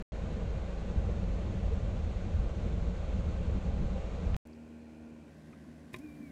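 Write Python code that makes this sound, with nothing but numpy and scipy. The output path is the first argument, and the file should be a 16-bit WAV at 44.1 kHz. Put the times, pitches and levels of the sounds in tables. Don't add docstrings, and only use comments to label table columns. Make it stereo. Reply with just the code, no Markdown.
import sys
import numpy as np
from scipy import signal
from scipy.fft import rfft, irfft
from scipy.io import wavfile
from scipy.ndimage import uniform_filter1d, map_coordinates

SR = 44100
rng = np.random.default_rng(int(sys.argv[2]) if len(sys.argv) > 2 else 0)


def materialize(psi):
    bounded = np.clip(np.atleast_2d(psi).T, -1, 1)
    quanta = np.round(bounded * 32767).astype(np.int16)
    wavfile.write(sys.argv[1], SR, quanta)


N = 278271
T = np.arange(N) / SR
HZ = np.maximum(np.arange(N // 2 + 1) * SR / N, 1)

# (start [s], end [s])
LIVE_SPANS = [(-0.01, 0.0245), (0.120, 4.3655), (4.452, 6.4)]
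BLOWER_OFF_S = 4.41
CUTOFF_HZ = 17000
FIRING_HZ = 26.02

# (multiple of firing rate, facing passenger side [dB rms], facing driver's door [dB rms])
ENGINE_ORDERS = [(3, -61.5, -63), (6, -65, -60), (9, -52, -62), (12, -62.5, -72), (15, -70, -77),
                 (18, -69.5, -92), (21, -70.5, -73.5)]
# (multiple of firing rate, rounded in use,
#   facing passenger side [dB rms], facing driver's door [dB rms])
CLATTER_ORDERS = [(33, -78.5, -90), (54, -78.5, -83), (57, -78.5, -84), (60, -77, -74), (62.4, -88, -84),
                  (66, -79, -94), (69.3, -81, -95), (71.6, -82, -82)]
# (start [s], end [s])
MIC_TURN_S = (5.19, 5.24)
# (start [s], end [s])
HISS_CHANGE_S = (5.22, 5.38)
# (frequency [Hz], relative density [dB per Hz])
RUMBLE_SPECTRUM = [(30, -28), (45, -15), (58, 4), (115, -2), (180, -1), (235, 0), (290, 3), (370, -3),
                   (470, -6.5), (620, -3.5), (850, -14.5), (1300, -44), (4000, -70)]
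# (frequency [Hz], relative density [dB per Hz])
PASSENGER_HISS_SPECTRUM = [(500, -11), (850, -0.5), (1050, 0.5), (1250, -7.5), (1420, -2), (1650, -5),
                           (2080, -6), (2400, -1), (2900, -4.5), (3700, -10.5), (4150, -9.5), (5300, -13.5),
                           (7200, -14.5), (15500, -32)]
# (frequency [Hz], relative density [dB per Hz])
DOOR_HISS_SPECTRUM = [(500, -20), (900, -4), (1060, 5.5), (1280, -6.5), (1580, 2), (2000, 1.5),
                      (2400, -1.5), (3100, -3.5), (4400, -7), (7000, -12), (11000, -17.5), (15500, -28)]
# (frequency [Hz], left-right likeness [-1..1], L-R [dB])
CABIN_STEREO = [(60, .99, 0), (295, 0.96, -2.5), (640, 0.44, 4.5), (1420, 0.31, 3.5), (3070, -0.66, 0.5),
                (8000, -0.13, -2.5)]
RUMBLE_DB, PASSENGER_HISS_DB, DOOR_HISS_DB = -62, -71, -69.5
# (time [s], level [dB rms])
WHIRR_LEVEL = [(4.45, -74), (5.27, -75), (5.42, -86)]

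# (time [s], level before filter [dB], L-R [dB], low [Hz], high [Hz], t60 [s], knock on trim [dB])
TICK_EVENTS = [(4.4717, -52.5, -3, 4000, 15000, 0.013, -70), (4.5313, -50.5, 2, 4300, 5500, .022, -70),
               (5.5284, -41, -1, 1900, 2600, 0.028, -54), (5.5328, -37, 6, 1000, 1300, 0.04, -60)]
# (time [s], body [dB], snap [dB], thud [dB])
SWITCH_EVENTS = [(5.9275, -70, -60, -70), (5.9312, -49, -58, -60), (5.933, -62, -59, -37),
                 (5.937, -51, -51.5, -48), (5.942, -31, -66, -51), (5.9455, -52, -63, -40),
                 (5.9614, -48, -49.5, -39), (5.985, -64, -52.5, -60)]
# (frequency [Hz], relative level [dB], t60 [s])
TRIM_MODES = [(358, -9.5, 0.056), (640, -18, 0.049), (1036, -12.5, 0.078), (1180, -19, 0.046),
              (1700, -19, .06), (1975, -8.5, 0.032), (2100, -7, 0.037), (2300, -15, .035),
              (2450, -4, 0.023), (2620, -13, .02), (3340, -14, 0.045), (3770, -12, 0.032),
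              (4400, -27, .022)]
# (time [s], whine [Hz], whine level [dB], hum level [dB])
MOTOR_RUN = [(5.988, 1924, -60, -47), (6.005, 2250, -65, -43), (6.022, 2443, -62.5, -56),
             (6.045, 2448, -58.5, -46), (6.104, 2340, -59, -54), (6.15, 2374, -65, -58),
             (6.19, 2390, -68, -54), (6.23, 2340, -61, -50), (6.27, 2270, -60, -54), (6.31, 2135, -67, -54)]
MOTOR_ATTACK_S = 0.0039

# (multiple of firing rate, level [dB rms], L-R [dB])
VENT_ENGINE_ORDERS = [(1, -45, 2.5), (2, -41, -6), (3, -49, 4.5), (5, -61.5, 4), (6, -57.5, -1.5),
                      (7, -57, 7), (17, -62.5, -3), (18, -61, -6.5), (19, -66, 1), (20, -63.5, 0),
                      (21, -66.5, 5), (22, -58.5, 2.5), (24, -62, 6), (25, -69, -1.5), (28, -72, 4)]
# (frequency [Hz], relative density [dB per Hz])
RUSH_SPECTRUM = [(150, -24.5), (250, -6.5), (411, -7), (455, -3), (550, -2), (873, -13.5), (1510, -11),
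                 (1670, -16), (1990, -17.5), (3380, -23.5), (4150, -24.5), (4930, -32), (6820, -30),
                 (7690, -34.5), (15000, -70.5)]
# (frequency [Hz], left-right likeness [-1..1], L-R [dB])
RUSH_STEREO = [(260, 0.29, 6.5), (443, 0.45, 1), (820, 0.34, 3.7), (1050, 0.77, 1), (1650, 0.6, 0),
               (2270, 0.35, -2.5), (2920, -0.12, -4), (6870, 0.15, -2), (12000, -0.35, 4.5)]
RUSH_DB = -52
# (frequency [Hz], width [Hz], relative level [dB], left-right likeness [-1..1], L-R [dB])
DUCT_MODES = [(183.1, 21.5, -49, 0.77, -3.5), (480, 68, -59.5, 0.59, -6.5), (538, 37, -59, 0.046, -8),
              (580, 110, -57.5, 0.38, -2), (779, 55, -61.5, 0.2, 2), (1012, 76, -62, 0.78, 1.5),
              (2398, 37, -76, 0.053, -13), (2770, 60, -78, -0.072, 0.5), (6850, 200, -87, -0.5, -1.5)]
# (time [s], level [dB])
PUFF_EVENTS = [(1.094, -42), (1.724, -39.5)]
# (time [s], relative level [dB])
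JET_LEVEL = [(0.13, -15), (0.3, -12), (0.45, -0.5), (0.72, -14.5), (0.9, -2), (1.3, 0), (2.0, 0),
             (2.26, -2.5), (2.4, 5.5), (2.55, -3), (2.9, 0.5), (3.0, -8), (3.12, 1), (3.3, 0), (3.5, 3),
             (3.88, 2), (4.15, -13), (4.28, 6)]
# (time [s], extra thump [dB], extra flap [dB])
GUST_EVENTS = [(0.555, 14, -1.5), (0.979, 9, 5.5), (1.095, 5, 5.5), (1.285, 2.5, -1.5), (1.405, -6, -1.5),
               (1.665, 5.5, -1.5), (2.349, 2, 0.5), (2.67, 3.5, 5.5), (3.555, 3, 5), (3.615, -15, -14.5),
               (3.84, 4, 6), (3.985, -9.5, -3)]
GUST_LENGTH_S = 0.018
# (frequency [Hz], relative density [dB per Hz])
THUMP_SPECTRUM = [(15, -6.5), (30, -7.5), (40, 4), (60, 3), (75, 8), (100, -2), (135, -13), (250, -44),
                  (800, -100)]
THUMP_DB = -35.5
# (frequency [Hz], relative density [dB per Hz])
FLAP_SPECTRUM = [(60, -22.5), (110, -2), (140, -2.5), (165, 2.5), (200, 2), (240, -6), (275, -12.5),
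                 (330, -8.5), (400, -18), (480, -19), (800, -35), (3000, -73.5)]
# (time [s], level [dB])
FLAP_LEVEL = [(0.14, -44.5), (0.38, -38), (0.55, -48), (0.7, -50.5), (0.87, -41.5), (1.18, -41),
              (1.32, -38.5), (1.6, -41.5), (1.75, -42.5), (2.2, -45.5), (2.36, -42), (2.52, -43),
              (2.7, -40.5), (2.89, -40.5), (3.0, -51), (3.12, -41.5), (3.33, -43.5), (3.85, -37.5),
              (4.05, -52), (4.17, -48.5), (4.33, -40)]


def from_db(db):
    return 10 ** (np.asarray(db) / 20)


def rms_one(x):
    return x / np.sqrt(np.mean(x ** 2) + 1e-20)


def in_time(rows):
    s, *columns = np.transpose(rows)
    return [np.interp(T, s, c) for c in columns]


def in_frequency(rows):
    hz, *columns = np.transpose(rows)
    return [np.interp(np.log(HZ), np.log(hz), c) for c in columns]


def pan(db):
    return from_db(np.array([[.5], [-.5]]) * db)


def drift(rate_hz):
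    knots = rng.standard_normal(4096)
    return map_coordinates(knots, [T * rate_hz % 4096], order=2)


def swell(centre_s, length_s):
    return np.exp(-.5 * ((T - centre_s) / length_s) ** 2)


def clicks(times, levels_db):
    force = np.zeros(N)
    force[(times * SR).astype(int)] = from_db(levels_db)
    return force


def decays(times, levels_db, t60_s, attack_s=.0002):
    envelope = 0
    for start_s, db in zip(times, levels_db):
        age = np.maximum(T - start_s, 0)
        rise = 1 - np.exp(-age / attack_s)
        envelope = envelope + from_db(db) * rise * np.exp(-np.log(1000) * age / t60_s)
    return envelope


def band_pass(x, low_hz, high_hz):
    edges_hz = [low_hz, min(high_hz, SR / 2 - 1)]
    return signal.sosfilt(signal.butter(2, edges_hz, "band", fs=SR, output="sos"), x + 1e-18)


def ring(force, hz, t60_s):
    r, w = from_db(-60 / (t60_s * SR)), 2 * np.pi * hz / SR
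    return signal.lfilter([0, np.sin(w)], [1, -2 * r * np.cos(w), r * r], force + 1e-18)


def steady(x, span_s):
    power = uniform_filter1d(np.mean(x ** 2, axis=0), max(int(span_s * SR), 8))
    return x / np.sqrt(power + 1e-12)


def late_left(x, lag_s):
    return np.array([np.interp(T - lag_s, T, x[0]), x[1]])


def white_pair(alike):
    mid, side = rfft(rng.standard_normal((2, N)))
    alike = np.clip(alike, -1, 1)
    return np.sqrt((1 + alike) / 2) * mid + np.sqrt((1 - alike) / 2) * side * [[1], [-1]]


def air_noise(spectrum, image, band_hz):
    gain = from_db(in_frequency(spectrum)[0])
    in_band = (HZ > band_hz[0]) * (HZ < band_hz[1])
    gain = gain / np.sqrt(np.mean(gain ** 2 * in_band))
    alike, balance_db = in_frequency(image)
    return irfft(white_pair(alike) * gain * pan(balance_db), N)


def reflections(x, strength=0.097, count=14):
    response = np.zeros((2, N))
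    for side in response:
        delays_s = rng.uniform(.0015, .018, count)
        side[(delays_s * SR).astype(int)] = strength * rng.choice([-1, 1], count)
        side[0] = 1
    return irfft(rfft(x) * rfft(response), N) / np.sqrt(1 + count * strength ** 2)


def firing_phase(wobble):
    return 2 * np.pi * np.cumsum(FIRING_HZ * (1 + wobble * drift(5.96))) / SR


def order_tone(order, phase):
    return np.sin(round(order) * phase + 2 * np.pi * rng.random())


def cabin(boom_db=-58.0, boom_low_hz=198, boom_high_hz=275, boom_lumpy_db=2.5, pulse_depth=0.12, pulse_order=3):
    hiss_turned = np.interp(T, HISS_CHANGE_S, [0, 1])
    rumble = air_noise(RUMBLE_SPECTRUM, CABIN_STEREO, band_hz=(330, 900))
    passenger = air_noise(PASSENGER_HISS_SPECTRUM, CABIN_STEREO, band_hz=(3000, 14000))
    door = air_noise(DOOR_HISS_SPECTRUM, CABIN_STEREO, band_hz=(3000, 14000))
    hiss = np.sqrt(1 - hiss_turned) * passenger * from_db(PASSENGER_HISS_DB)
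    hiss = hiss + np.sqrt(hiss_turned) * door * from_db(DOOR_HISS_DB)
    pulsing = 1 + pulse_depth * np.sin(2 * np.pi * pulse_order * FIRING_HZ * T)
    boom = rms_one(band_pass(rng.standard_normal(N), boom_low_hz, boom_high_hz))
    boom = boom * np.interp(T, MIC_TURN_S, [0, 1]) * from_db(boom_db + boom_lumpy_db * drift(18))
    return rumble * from_db(RUMBLE_DB) + reflections(hiss) * pulsing + boom


def whirr(hz=2400, width_hz=150, alike=0.75, balance_db=5, lag_s=.00012):
    level_db, = in_time(WHIRR_LEVEL)
    narrow = irfft(white_pair(alike) / (1 + ((HZ - hz) / width_hz) ** 2), N)
    return late_left(rms_one(narrow) * from_db(level_db) * pan(balance_db), lag_s)


def whistle(hz=4140, db=-81, centre_s=4.84, length_s=0.079, wander=0.00043):
    phase = 2 * np.pi * np.cumsum(hz * (1 + wander * drift(34))) / SR
    return from_db(db) * swell(centre_s, length_s) * np.sin(phase)


def engine_orders(orders, phase, uneven_db):
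    turned = np.interp(T, MIC_TURN_S, [0, 1])
    total = 0
    for order, passenger_db, door_db in orders:
        level_db = passenger_db + (door_db - passenger_db) * turned + uneven_db * drift(21)
        total = total + from_db(level_db) * order_tone(order, phase)
    return total


def engine(wobble=0.0014, uneven_db=1.5, balance_db=3.0, buzz_uneven_db=3.0, buzz_balance_db=3, buzz_lag_s=0.00021):
    phase = firing_phase(wobble)
    drone = engine_orders(ENGINE_ORDERS, phase, uneven_db) * pan(balance_db)
    buzz = engine_orders(CLATTER_ORDERS, phase, buzz_uneven_db) * pan(buzz_balance_db)
    return np.sqrt(2) * (drone + late_left(buzz, buzz_lag_s))


def trim(times, levels_db, uneven_db=6.5, lag_s=0.00016):
    ports = []
    for _ in range(2):
        total = 0
        for k, (hz, db, t60_s) in enumerate(TRIM_MODES):
            knocks_db = levels_db + db + uneven_db * rng.standard_normal(len(times))
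            total = total + (-1) ** k * ring(clicks(times, knocks_db), hz, t60_s)
        ports.append(total)
    return late_left(ports, lag_s)


def ticks():
    scuffs = 0
    for s, db, balance_db, low_hz, high_hz, t60_s, _ in TICK_EVENTS:
        burst = decays([s], [db], t60_s) * rng.standard_normal((2, N))
        scuffs = scuffs + band_pass(burst, low_hz, high_hz) * pan(balance_db)
    times, *_, knocks_db = np.transpose(TICK_EVENTS)
    return scuffs + trim(times, knocks_db)


def switch(body_db=-0.5, snap_t60_s=0.05, snap_attack_s=0.00062, thud_hz=135, thud_t60_s=0.044,
           crack_db=7.0, crack_t60_s=0.032, tail_db=-15, tail_t60_s=.12):
    times, bodies_db, snaps_db, thuds_db = np.transpose(SWITCH_EVENTS)
    dying = decays(times, bodies_db + crack_db, crack_t60_s) + decays(times, bodies_db + tail_db, tail_t60_s)
    crack = band_pass(dying * rng.standard_normal((2, N)), 1800, 2550)
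    snapping = decays(times, snaps_db, snap_t60_s, snap_attack_s)
    snap = band_pass(snapping * rng.standard_normal((2, N)), 3200, 12300)
    thud = band_pass(ring(clicks(times, thuds_db), thud_hz, thud_t60_s), 60, 900)
    return trim(times, bodies_db + body_db, uneven_db=3.5) + crack + snap + thud


def window_motor(slots_count=8, jitter=0.0016, start_jitter=0.0396, settle_s=.018, rough_db=2.0,
                 whine_pan_db=4, whine_lag_s=.00015, hum_pan_db=1, slide_db=-76, brush_db=-75):
    whine_hz, whine_db, hum_db = in_time(MOTOR_RUN)
    age = np.maximum(T - MOTOR_RUN[0][0], 0)
    unsteady = jitter * drift(200) + start_jitter * np.exp(-age / settle_s) * drift(980)
    phase = 2 * np.pi * np.cumsum(whine_hz * (1 + unsteady)) / SR
    whine = from_db(whine_db + rough_db * drift(90)) * np.sin(phase) * pan(whine_pan_db)
    whine = late_left(whine, whine_lag_s)
    hum = from_db(hum_db + rough_db * drift(50)) * np.sin(phase / slots_count) * pan(hum_pan_db)
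    slide = from_db(slide_db) * rms_one(band_pass(rng.standard_normal((2, N)), 1300, 2200))
    brushes = from_db(brush_db) * rms_one(band_pass(rng.standard_normal((2, N)), 4000, 15500))
    return (np.sqrt(2) * (whine + hum) + slide + brushes) * np.minimum(age / MOTOR_ATTACK_S, 1)


def engine_in_vent(wobble=.001, uneven_db=-0.04, lag_s=0.00038):
    phase = firing_phase(wobble)
    drone = 0
    for order, db, balance_db in VENT_ENGINE_ORDERS:
        drone = drone + from_db(db + uneven_db * drift(9.2)) * order_tone(order, phase) * pan(balance_db)
    return np.sqrt(2) * late_left(drone, lag_s)


def pop(at_s=4.3453, db=-27, hz=2500, t60_s=0.001, balance_db=-13):
    return band_pass(ring(clicks(np.array([at_s]), db), hz, t60_s), 700, 4500) * pan(balance_db)


def puffs(low_hz=420, high_hz=540, length_s=0.0092, balance_db=5):
    push = sum(from_db(db) * swell(s, length_s) for s, db in PUFF_EVENTS)
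    hollow = steady(band_pass(rng.standard_normal((1, N)), low_hz, high_hz), 0.022)
    return hollow * push * pan(balance_db)


def vent(early_db=3.0, settle_s=0.74, duct_db=0.36, flutter_db=0.5, duct_flutter_db=2.5,
         duct_lag_s=0.0003, rush_lag_s=0.00031):
    rush = air_noise(RUSH_SPECTRUM, RUSH_STEREO, band_hz=(1000, 8000))
    rush = rush * from_db(RUSH_DB + flutter_db * drift(40))
    extra = from_db(early_db * np.exp(-T / settle_s)) - 1
    rush = rush + extra * band_pass(rush, 1300, 2200)
    duct = 0
    for hz, width_hz, db, alike, balance_db in DUCT_MODES:
        response = 1 / (1 + ((HZ ** 2 - hz ** 2) / (1.8 * HZ * width_hz)) ** 2)
        duct = duct + white_pair(alike) * rms_one(response) * from_db(db) * pan(balance_db)
    duct = irfft(duct, N) * from_db(duct_db + duct_flutter_db * drift(30))
    return late_left(reflections(rush), rush_lag_s) + late_left(duct, duct_lag_s)


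def eddies(spectrum, image, gust_db, left_db, right_db, right_share, span_s):
    noise = steady(air_noise(spectrum, image, band_hz=(20, 2000)), span_s)
    mean_db = gust_db.mean()
    sheltered_db = mean_db + right_db + right_share * (gust_db - mean_db)
    return noise * from_db([gust_db + left_db, sheltered_db])


def buffeting(lumpy_db=1.1, lumps_per_s=16):
    (jet_db,), (flapping_db,) = in_time(JET_LEVEL), in_time(FLAP_LEVEL)
    thump_db = THUMP_DB + jet_db + lumpy_db * drift(lumps_per_s)
    flap_db = flapping_db + lumpy_db * drift(lumps_per_s)
    for s, extra_thump_db, extra_flap_db in GUST_EVENTS:
        gust = swell(s, GUST_LENGTH_S)
        thump_db = thump_db + extra_thump_db * gust
        flap_db = flap_db + extra_flap_db * gust
    # (frequency [Hz], left-right likeness [-1..1], L-R [dB])
    thump_image = [(25, 1.0, 0.0061), (71, 0.73, 0.021), (128, 0.36, 0.012)]
    flap_image = [(121, 0.35, 0.0026), (186, 0.45, 0.012), (270, -0.0035, 0.0047)]
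    thump = eddies(THUMP_SPECTRUM, thump_image, thump_db, left_db=4.5, right_db=-2.0, right_share=0.32, span_s=.09)
    flap = eddies(FLAP_SPECTRUM, flap_image, flap_db, left_db=3.0, right_db=-2.5, right_share=0.14, span_s=0.076)
    return thump + flap


def scene():
    blowing = vent() + engine_in_vent() + buffeting() + puffs() + pop()
    quiet = engine() + cabin() + whirr() + whistle() + ticks() + switch() + window_motor()
    return np.where(T < BLOWER_OFF_S, blowing, quiet)


def record(dry, fade_s=0.00079):
    live = sum(np.clip((T - start_s) / fade_s, 0, 1) * (T < end_s) for start_s, end_s in LIVE_SPANS)
    return signal.sosfilt(signal.cheby2(12, 70, CUTOFF_HZ, fs=SR, output="sos"), dry * live)


dry = scene()
out = record(dry)
materialize(out)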